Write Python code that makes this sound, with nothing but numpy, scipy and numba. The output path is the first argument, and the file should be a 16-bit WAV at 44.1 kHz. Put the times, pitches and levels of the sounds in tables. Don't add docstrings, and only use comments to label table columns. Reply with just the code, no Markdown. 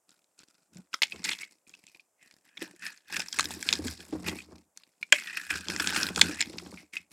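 import sys
import numpy as np
from scipy import signal
from scipy.fft import rfft, irfft, next_fast_len
from scipy.io import wavfile
from scipy.ndimage import uniform_filter1d
from numba import njit

SR = 44100
rng = np.random.default_rng(int(sys.argv[2]) if len(sys.argv) > 2 else 0)


def to_wav(sig):
    pcm = np.clip(np.atleast_2d(sig), -1, 1) * 32767
    pcm = np.round(pcm).astype(np.int16)
    wavfile.write(sys.argv[1], SR, pcm.T)


N = 313992


def from_db(db):
    return 10 ** (np.asarray(db) / 20)


def rms_one(x):
    return x / np.sqrt(np.mean(x ** 2) + 1e-20)


def drift(rate_per_s):
    steps = np.arange(N) * rate_per_s / SR
    points = rng.standard_normal(N // 20)
    return rms_one(np.interp(steps, np.arange(N // 20), points))


def colour(x, points):
    size = 2 * next_fast_len(N // 2 + SR // 10)
    hz, level_db = np.transpose(points)
    freqs = np.maximum(np.arange(size // 2 + 1) * SR / size, 1)
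    gain = from_db(np.interp(np.log(freqs), np.log(hz), level_db))
    gain = gain * np.minimum(freqs / hz[0], 1)
    cepstrum = irfft(np.log(gain))
    cepstrum[1:size // 2] *= 2
    cepstrum[size // 2 + 1:] = 0
    return irfft(rfft(x, size) * np.exp(rfft(cepstrum)))[:N]


def resonate(x, hz, width_hz):
    r = np.exp(-np.pi * width_hz / SR)
    zeros = np.array([1, 0, -1]) * (1 - r * r) / 2
    poles = [1, -2 * r * np.cos(2 * np.pi * hz / SR), r * r]
    return signal.lfilter(zeros, poles, x + 1e-18)


def bandpass(x, low_hz, high_hz):
    return signal.sosfilt(signal.butter(2, [low_hz, high_hz], "band", fs=SR, output="sos"), x)


@njit
def glide(x, turn, r):
    out, state = np.zeros(len(x)), 0j
    for i in range(len(x)):
        state = state * r * np.exp(1j * turn[i]) + x[i]
        out[i] = state.real
    return out


def grains(per_s, spread_db):
    sizes = from_db(spread_db * np.minimum(rng.exponential(1, N), 4))
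    return (rng.random(N) < per_s / SR) * sizes * rng.choice([-1, 1], N)


def clumping(per_s, fade_ms):
    gives = np.abs(grains(per_s, spread_db=3.3))
    return rms_one(signal.lfilter([1], [1, -np.exp(-1000 / (fade_ms * SR))], gives))


def steady(x, window_s):
    size = max(int(window_s * SR / 2), 2)
    power = uniform_filter1d(uniform_filter1d(x * x, size), size)
    return x / np.sqrt(np.abs(power) + 1e-4 * np.mean(power))


def add(out, s, level_db, sound):
    at = int(s * SR)
    loudest = np.sqrt(uniform_filter1d(sound ** 2, size=66).max())
    out[at:at + len(sound)] += (from_db(level_db) * sound / loudest)[:N - at]


RISE_DB = 21.5
HAND_SAG_DB, HAND_RELEASE_DB_PER_S = 5.5, 328


def swell(s, rise_s, hold_s, sag_db, release_db_per_s):
    t = np.arange(0, N, 32) / SR - s
    rising = RISE_DB * np.maximum(-t, 0) / max(rise_s, .001)
    sagging = sag_db * (np.clip(t / max(hold_s, .001), 0, 1) - .5)
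    releasing = release_db_per_s * np.maximum(t - hold_s, 0)
    return from_db(-np.minimum(rising + sagging + releasing, 150)) ** 2


def gestures(rows, sag_db=HAND_SAG_DB, release_db_per_s=HAND_RELEASE_DB_PER_S):
    power = 0
    for s, rise_s, hold_s, *levels_db in rows:
        power = power + np.outer(from_db(levels_db) ** 2, swell(s, rise_s, hold_s, sag_db, release_db_per_s))
    return [np.interp(np.arange(N), np.arange(0, N, 32), np.sqrt(p)) for p in power]


# f/Hz, level/dB (relative)
FLOOR_SPECTRUM = [(80, -5), (220, 2), (600, 9.5), (4000, -11.5), (7500, 5), (16000, -6)]


def noise_floor(level_db):
    return from_db(level_db) * rms_one(colour(rng.standard_normal(N), FLOOR_SPECTRUM))


# t/s, length/s, level/dB (before catching)
RUSTLES = [(0.085, 0.085, -69), (0.194, 0.16, -84.5), (0.388, 0.034, -59.5), (0.484, 0.16, -71.5),
           (0.734, 0.081, -64.5), (1.504, 0.041, -64.5), (1.675, 0.27, -66), (1.86, 0.16, -69),
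           (2.22, 0.17, -68.5), (2.45, 0.042, -68), (2.56, 0.27, -63), (4.494, .11, -65.5),
           (4.759, 0.16, -73.5), (4.875, .13, -80), (5.013, 0.073, -64), (7.11, .02, -57.5)]


def rustling(rise_s=0.0115, catches_per_s=63, catch_ms=2.8, slide=0.49):
    level, = gestures([(s, rise_s, *rest) for s, *rest in RUSTLES])
    return level * steady(slide + clumping(catches_per_s, catch_ms), window_s=0.097)


# f/Hz, level/dB per Hz (relative)
CRACKLE_SPECTRUM = [(500, -12), (1100, -10.5), (1500, -13), (2100, -3), (3000, -10), (3800, -3), (5300, 2),
                    (6200, -5), (7700, -0.5), (9000, -4.5), (15500, -13)]


def crackle(clumps, per_s=5000, sharpness=9.2, dust_db=-10, own_share=1.0, own_per_s=45, own_fade_ms=25):
    clicks = grains(per_s, spread_db=2.0)
    pitches_hz = np.geomspace(720, 14000, 21)
    dealt = rng.integers(0, len(pitches_hz), N)
    crunches = [clumping(own_per_s, own_fade_ms) for _ in range(len(pitches_hz) // 3)]
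    rings = 0
    for k, hz in enumerate(pitches_hz):
        force = clicks * (dealt == k) * (clumps + own_share * crunches[k // 3])
        rings = rings + rms_one(resonate(force, hz, hz / sharpness)) * np.sqrt(hz)
    powder = rng.standard_normal(N) * clumps
    mix = rms_one(rings) + from_db(dust_db) * rms_one(powder)
    return steady(colour(mix, CRACKLE_SPECTRUM), window_s=0.058)


# t/s, f/Hz
BLADE_PITCH = [(.95, 1400), (1.1, 2280), (1.3, 2054), (2.0, 2585), (2.3, 1854), (2.85, 1732), (4.05, 1623),
               (4.28, 2083), (4.8, 2405), (5.15, 2120), (5.3, 1840), (5.52, 1564), (6.3, 1517),
               (6.42, 2200), (6.8, 2204)]


def blade(clumps, upper_hz=2480, upper_db=-5, low_hz=1250, high_hz=3100, width_hz=190):
    slips = rng.standard_normal(N) * clumps
    s, pitch_hz = np.transpose(BLADE_PITCH)
    hz = np.interp(np.arange(N) / SR, s, pitch_hz)
    hz = hz * (1 + .03 * drift(rate_per_s=30))
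    bend = rms_one(glide(slips, 2 * np.pi * hz / SR, np.exp(-np.pi * width_hz / SR)))
    upper = from_db(upper_db) * rms_one(resonate(slips, upper_hz, width_hz))
    return steady(bandpass(bend + upper, low_hz, high_hz), window_s=.03)


# t/s, level/dB, crack run/ms (fades from 0.6 of it), f/Hz
SNAPS = [(.106, -50.5, .15, 8000), (.3902, -43.5, 1.2, 6700), (.7702, -43, 0.76, 7300),
         (.9305, -36, 5.3, 2750), (.94, -22.5, 7.8, 1407), (1.0193, -13.5, 2.4, 2560),
         (1.0229, -15, 2.4, 2950), (1.032, -10.5, 1.2, 2770), (1.0365, -25, 5.5, 2630),
         (1.0985, -44, .5, 6450), (1.2413, -25.5, 16, 4900), (1.2563, -29.5, 4.9, 2970),
         (1.2884, -20, 10, 2440), (1.3128, -26, 14.6, 2335), (1.3299, -28, 9.5, 2880),
         (1.388, -35, 0.78, 4570), (1.6941, -44, .5, 5990), (1.867, -44, 1.1, 6000),
         (2.311, -46, 0.45, 5500), (2.5713, -34.5, 11.8, 2340), (2.619, -31.5, 2.3, 2560),
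         (2.8652, -27, 2, 2200), (2.975, -46.5, 0.61, 6830), (3.1648, -21.5, 8.1, 2590),
         (3.1954, -26.5, 0.6, 6170), (3.2024, -22, 2.3, 2730), (3.284, -30.5, 3.2, 5280),
         (3.3268, -25.5, 3.5, 4800), (3.3878, -14.5, 0.28, 2260), (3.3945, -13.5, 3.2, 1330),
         (3.4076, -16, 0.57, 4100), (3.4557, -22.5, 0.54, 3770), (3.627, -24, .25, 7300),
         (3.689, -9.5, 0.26, 3800), (3.7271, -11.5, 2.4, 5200), (3.7356, -17, 0.63, 4900),
         (3.7533, -27, 3.4, 3940), (4.124, -47.5, 21, 810), (4.284, -26, 5.1, 2480),
         (4.7737, -35, .9, 5360), (5.1234, -1, 5.7, 2398), (4.835, -46.5, 1.24, 2600),
         (5.2726, -30.5, 1.7, 2800), (5.5036, -24, 8.5, 1870), (5.6844, -22, 0.36, 4150),
         (5.7007, -23, 1.7, 2370), (5.7624, -21.5, 0.44, 1940), (5.7983, -20, 10.4, 1683),
         (5.8726, -15.5, 0.32, 3840), (5.9603, -20.5, 8.3, 3100), (6.031, -15, 0.6, 4820),
         (6.0672, -23.5, 0.56, 4600), (6.0879, -23.5, 0.42, 1890), (6.1604, -19, .4, 5890),
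         (6.1777, -21, .35, 1310), (6.1944, -20.5, 0.71, 1190), (6.213, -2, 5.7, 3650),
         (6.406, -17, 5.3, 4240), (6.4125, -16, 3.2, 2180), (6.4245, -21, 0.72, 4140),
         (6.583, -29, 6.4, 4740)]
# f/Hz, width/Hz, level/dB (before focus and chance)
BAR_MODES = [(546, 23, -5.5), (891, 85, 1), (1570, 170, 2), (2030, 410, 0.5), (2538, 340, -2.5),
             (3250, 62, -3), (3430, 470, -1), (4370, 280, -3), (5160, 410, -1.5), (7180, 1200, -6.5),
             (9500, 4000, -19.5)]


def snaps(rows, fade_ms=1.0, bar_db=2, focus_db=7.0, debris_db=-24, debris_ms=14, vary_db=6.0):
    out, ms = np.zeros(N), np.arange(SR // 12) * 1000 / SR
    for s, level_db, run_ms, hz in rows:
        crack = np.exp(-np.maximum(ms - run_ms * .6, 0) / fade_ms) * (1 - np.exp(-ms / .12))
        waver = rms_one(uniform_filter1d(rng.standard_normal(len(ms)), size=14))
        flake = crack * np.sin(2 * np.pi * np.cumsum(hz * (1 + .17 * waver)) / SR)
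        debris = from_db(debris_db) * np.exp(-ms / debris_ms)
        force = rng.standard_normal(len(ms)) * (crack + debris)
        bar = 0
        for k, (mode_hz, width_hz, mode_db) in enumerate(BAR_MODES):
            distance = max(np.log2(hz / mode_hz), 0.07 * np.log2(mode_hz / hz))
            strength = from_db(mode_db - focus_db * distance + vary_db * rng.normal())
            bar = bar + (-1) ** k * strength * resonate(force, mode_hz, width_hz)
        add(out, s, level_db, rms_one(flake) + from_db(bar_db) * rms_one(bar))
    return signal.sosfilt(signal.butter(2, 300, "high", fs=SR, output="sos"), out)


def chips(crunch, count=130, above_db=10, spread_db=-0.5, run_ms=1.2, middle_hz=3360, spread_octaves=1):
    at = rng.integers(0, N - SR // 100, count)
    level, run, pitch = np.clip(rng.standard_normal((count, 3)), -2, 2).T
    level_db = 20 * np.log10(crunch[at]) + above_db + spread_db * level
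    hz = middle_hz * 2 ** (spread_octaves * pitch)
    return np.transpose([at / SR, level_db, run_ms * np.exp(run), hz])


# t/s, length/s, patter/dB, boom/dB (boom before boom_gain_db)
SHOWERS = [(0.754, 0.027, -60.5, -71), (1.145, 0.15, -52.5, -62), (2.637, 0.011, -48.5, -75.5),
           (3.152, 0.047, -50.5, -61), (3.399, 0.1, -49, -54), (3.535, 0.04, -43, -52.5),
           (3.701, 0.084, -43.5, -54), (3.822, 0.078, -47, -41), (4.01, 0.034, -53, -61),
           (4.147, 0.037, -41, -48), (4.268, 0.05, -36, -45), (4.39, 0.064, -59.5, -64),
           (4.494, 0.074, -53.5, -58.5), (5.532, 0.069, -50, -51), (5.696, 0.15, -43.5, -52),
           (5.884, 0.43, -42, -52.5), (6.182, 0.11, -39, -45.5), (6.36, 0.086, -52, -59),
           (6.479, 0.3, -48.5, -59), (6.994, .02, -66, -73.5)]


def showering(rise_s=0.061, sag_db=1, release_db_per_s=230.5):
    return gestures([(s, rise_s, *rest) for s, *rest in SHOWERS], sag_db, release_db_per_s)


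# f/Hz, width/Hz, level/dB (relative)
TABLE_MODES = [(177.4, 16, 5.5), (231, 30, 1), (291.3, 45, 2), (374, 200, -7.5), (860, 760, -16)]


def crumbs(patter_gain, boom_gain, boom_gain_db=1.0, soft_hz=1400, boom_hz=81.4, boom_width_hz=7.4):
    knocks = rng.standard_normal(N) * (.5 + clumping(per_s=70, fade_ms=5.5))
    modes = 0
    for k, (hz, width_hz, db) in enumerate(TABLE_MODES):
        modes = modes + (-1) ** k * from_db(db) * resonate(knocks, hz, width_hz)
    patter = steady(bandpass(modes, 145, soft_hz), window_s=0.15)
    boom = steady(resonate(resonate(knocks, boom_hz, boom_width_hz), boom_hz, 45), window_s=0.13)
    return patter_gain * patter + boom_gain * from_db(boom_gain_db) * boom


def strikes(rows, rise_ms, fade_ms, overtone, overtone_db, knock_db):
    out, ms = np.zeros(N), np.arange(SR // 8) * 1000 / SR
    for s, level_db, hz in rows:
        turn = 2 * np.pi * hz * ms / 1000
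        fade = np.exp(-ms / fade_ms)
        knock = rms_one(resonate(resonate(rng.standard_normal(len(ms)), hz, hz), hz, hz))
        ring = np.sin(turn) + from_db(overtone_db) * fade * np.sin(overtone * turn) + from_db(knock_db) * knock
        add(out, s, level_db, ring * fade * (1 - np.exp(-ms / rise_ms)))
    return out


# t/s, level/dB, f/Hz
THUDS = [(.757, -44, 176), (.785, -43.5, 183.7), (2.617, -32.5, 333), (2.735, -54, 346), (3.79, -30.5, 302),
         (3.852, -30, 253), (4.126, -26, 305), (4.148, -29, 303.5), (5.124, -31, 592), (5.688, -36.5, 332),
         (6.29, -30.5, 304), (6.497, -41, 316), (6.622, -44.5, 357)]


def thuds():
    return strikes(THUDS, rise_ms=3.6, fade_ms=11.0, overtone=1.7, overtone_db=-8.5, knock_db=-10.5)


# t/s at end of rise, rise/s, hold/s, rasp/dB, crackle/dB
BITES = [(.94, .015, 0.0038, -55, -48.5), (1.025, 0.0048, 0.014, -39, -43.5),
         (1.25, 0.0079, 0.081, -39, -42), (1.415, 0.034, 0.0089, -42, -46),
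         (2.622, .02, 0.0083, -41, -42.5), (2.84, 0.036, 0.042, -38, -46.5), (2.91, 0.026, 0.072, -63, -63),
         (3.14, .05, 0.069, -36.5, -41), (3.342, 0.0072, .05, -47, -43.5),
         (3.395, 0.021, 0.056, -42, -43.5), (3.52, .06, 0.028, -48, -42), (3.61, 0.035, 0.072, -60, -48),
         (3.68, 0.06, 0.093, -45, -43), (3.86, 0.048, 0.06, -52.5, -41), (4.005, 0.026, 0.025, -54.5, -54),
         (4.275, 0.025, 0.0089, -32, -36), (4.36, .03, 0.032, -53, -51),
         (5.13, 0.0068, 0.048, -31.5, -41.5), (5.27, 0.01, 0.089, -41, -58),
         (5.372, 0.01, 0.011, -31.5, -41), (5.507, 0.011, 0.0098, -26.5, -37),
         (5.56, 0.018, 0.01, -37, -37.5), (5.7, .02, 0.059, -41.5, -42), (5.8, 0.023, 0.23, -36.5, -39.5),
         (5.955, 0.049, 0.11, -34, -36), (6.18, 0.041, 0.022, -44, -39), (6.225, .012, 0.11, -40, -41.5),
         (6.41, 0.055, 0.005, -35.5, -43.5), (6.777, 0.0066, 0.027, -52.5, -69),
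         (6.938, .01, 0.029, -43.5, -49)]
# t/s, length/s, rasp/dB, crackle/dB
STROKES = [(1.112, 0.19, -57, -57.5), (2.219, 0.069, -63, -74), (2.47, 0.45, -70, -85.5),
           (3.2, 1.24, -70.5, -56), (5.184, 1.19, -49.5, -53.5), (6.455, .36, -73, -56)]


def cutting(stroke_rise_s=.04):
    strokes = [(s, stroke_rise_s, *rest) for s, *rest in STROKES]
    return gestures(strokes + list(BITES))


# t/s, level/dB, f/Hz
TAPS = [(1.1215, -30, 2560), (1.432, -32.5, 2220), (1.668, -57.5, 2440), (1.7385, -43.5, 2600),
        (1.878, -52, 2550), (1.9475, -48, 2480), (1.996, -47, 2460), (4.387, -36, 2490),
        (4.4033, -40, 2440), (5.0278, -26, 2330), (6.774, -42, 2380), (6.936, -37.5, 2310),
        (6.9676, -24, 2560)]


def taps():
    return strikes(TAPS, rise_ms=.4, fade_ms=3.6, overtone=1.8, overtone_db=-12, knock_db=-11)


def effort(rustle_rasp_db=-5, rustle_patter_db=-6, hand_patter_db=-13.5, hand_boom_db=-30):
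    rustle = rustling()
    rasp, cut = cutting()
    patter, boom = showering()
    handled = np.hypot(from_db(hand_patter_db) * cut, from_db(rustle_patter_db) * rustle)
    rasp = np.hypot(rasp, from_db(rustle_rasp_db) * rustle)
    crunch = np.hypot(cut, rustle)
    return rasp, crunch, np.hypot(patter, handled), np.hypot(boom, from_db(hand_boom_db) * crunch)


def room(x, wet_db=-19, t60_s=0.11, dull_hz=6000):
    t = np.arange(SR // 2) / SR
    tail = rng.standard_normal(len(t)) * from_db(-60 * t / t60_s) * (t > .004)
    tail = tail / np.sqrt(np.sum(tail ** 2))
    tail = signal.sosfilt(signal.butter(2, dull_hz, fs=SR, output="sos"), tail)
    return from_db(wet_db) * signal.fftconvolve(x, tail)[:N]


def scene(even_share=0.24, blade_gain_db=-1, snap_gain_db=-2.0, width_db=-33, tone_db=-76, hiss_db=-87.5):
    rasp, crunch, patter, boom = effort()
    clumps = even_share + clumping(per_s=170, fade_ms=3.8)
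    soap = crunch * crackle(clumps) + from_db(blade_gain_db) * rasp * blade(clumps)
    flakes = from_db(snap_gain_db) * snaps(SNAPS) + snaps(chips(crunch))
    dry = soap + flakes + crumbs(patter, boom) + thuds() + taps()
    mid = dry + room(dry) + noise_floor(tone_db)
    side = room(dry, wet_db=width_db, t60_s=.08, dull_hz=14000) + noise_floor(hiss_db)
    return np.array([mid + side, mid - side])


def record(dry, bass_hz=55, treble_hz=11500, cutoff_hz=16000, top=.75):
    rounded = top * np.tanh(dry / top)
    heard = signal.sosfilt(signal.butter(1, [bass_hz, treble_hz], "band", fs=SR, output="sos"), rounded)
    return signal.sosfilt(signal.ellip(10, .1, 80, cutoff_hz, fs=SR, output="sos"), heard)


dry = scene()
out = record(dry)
to_wav(out)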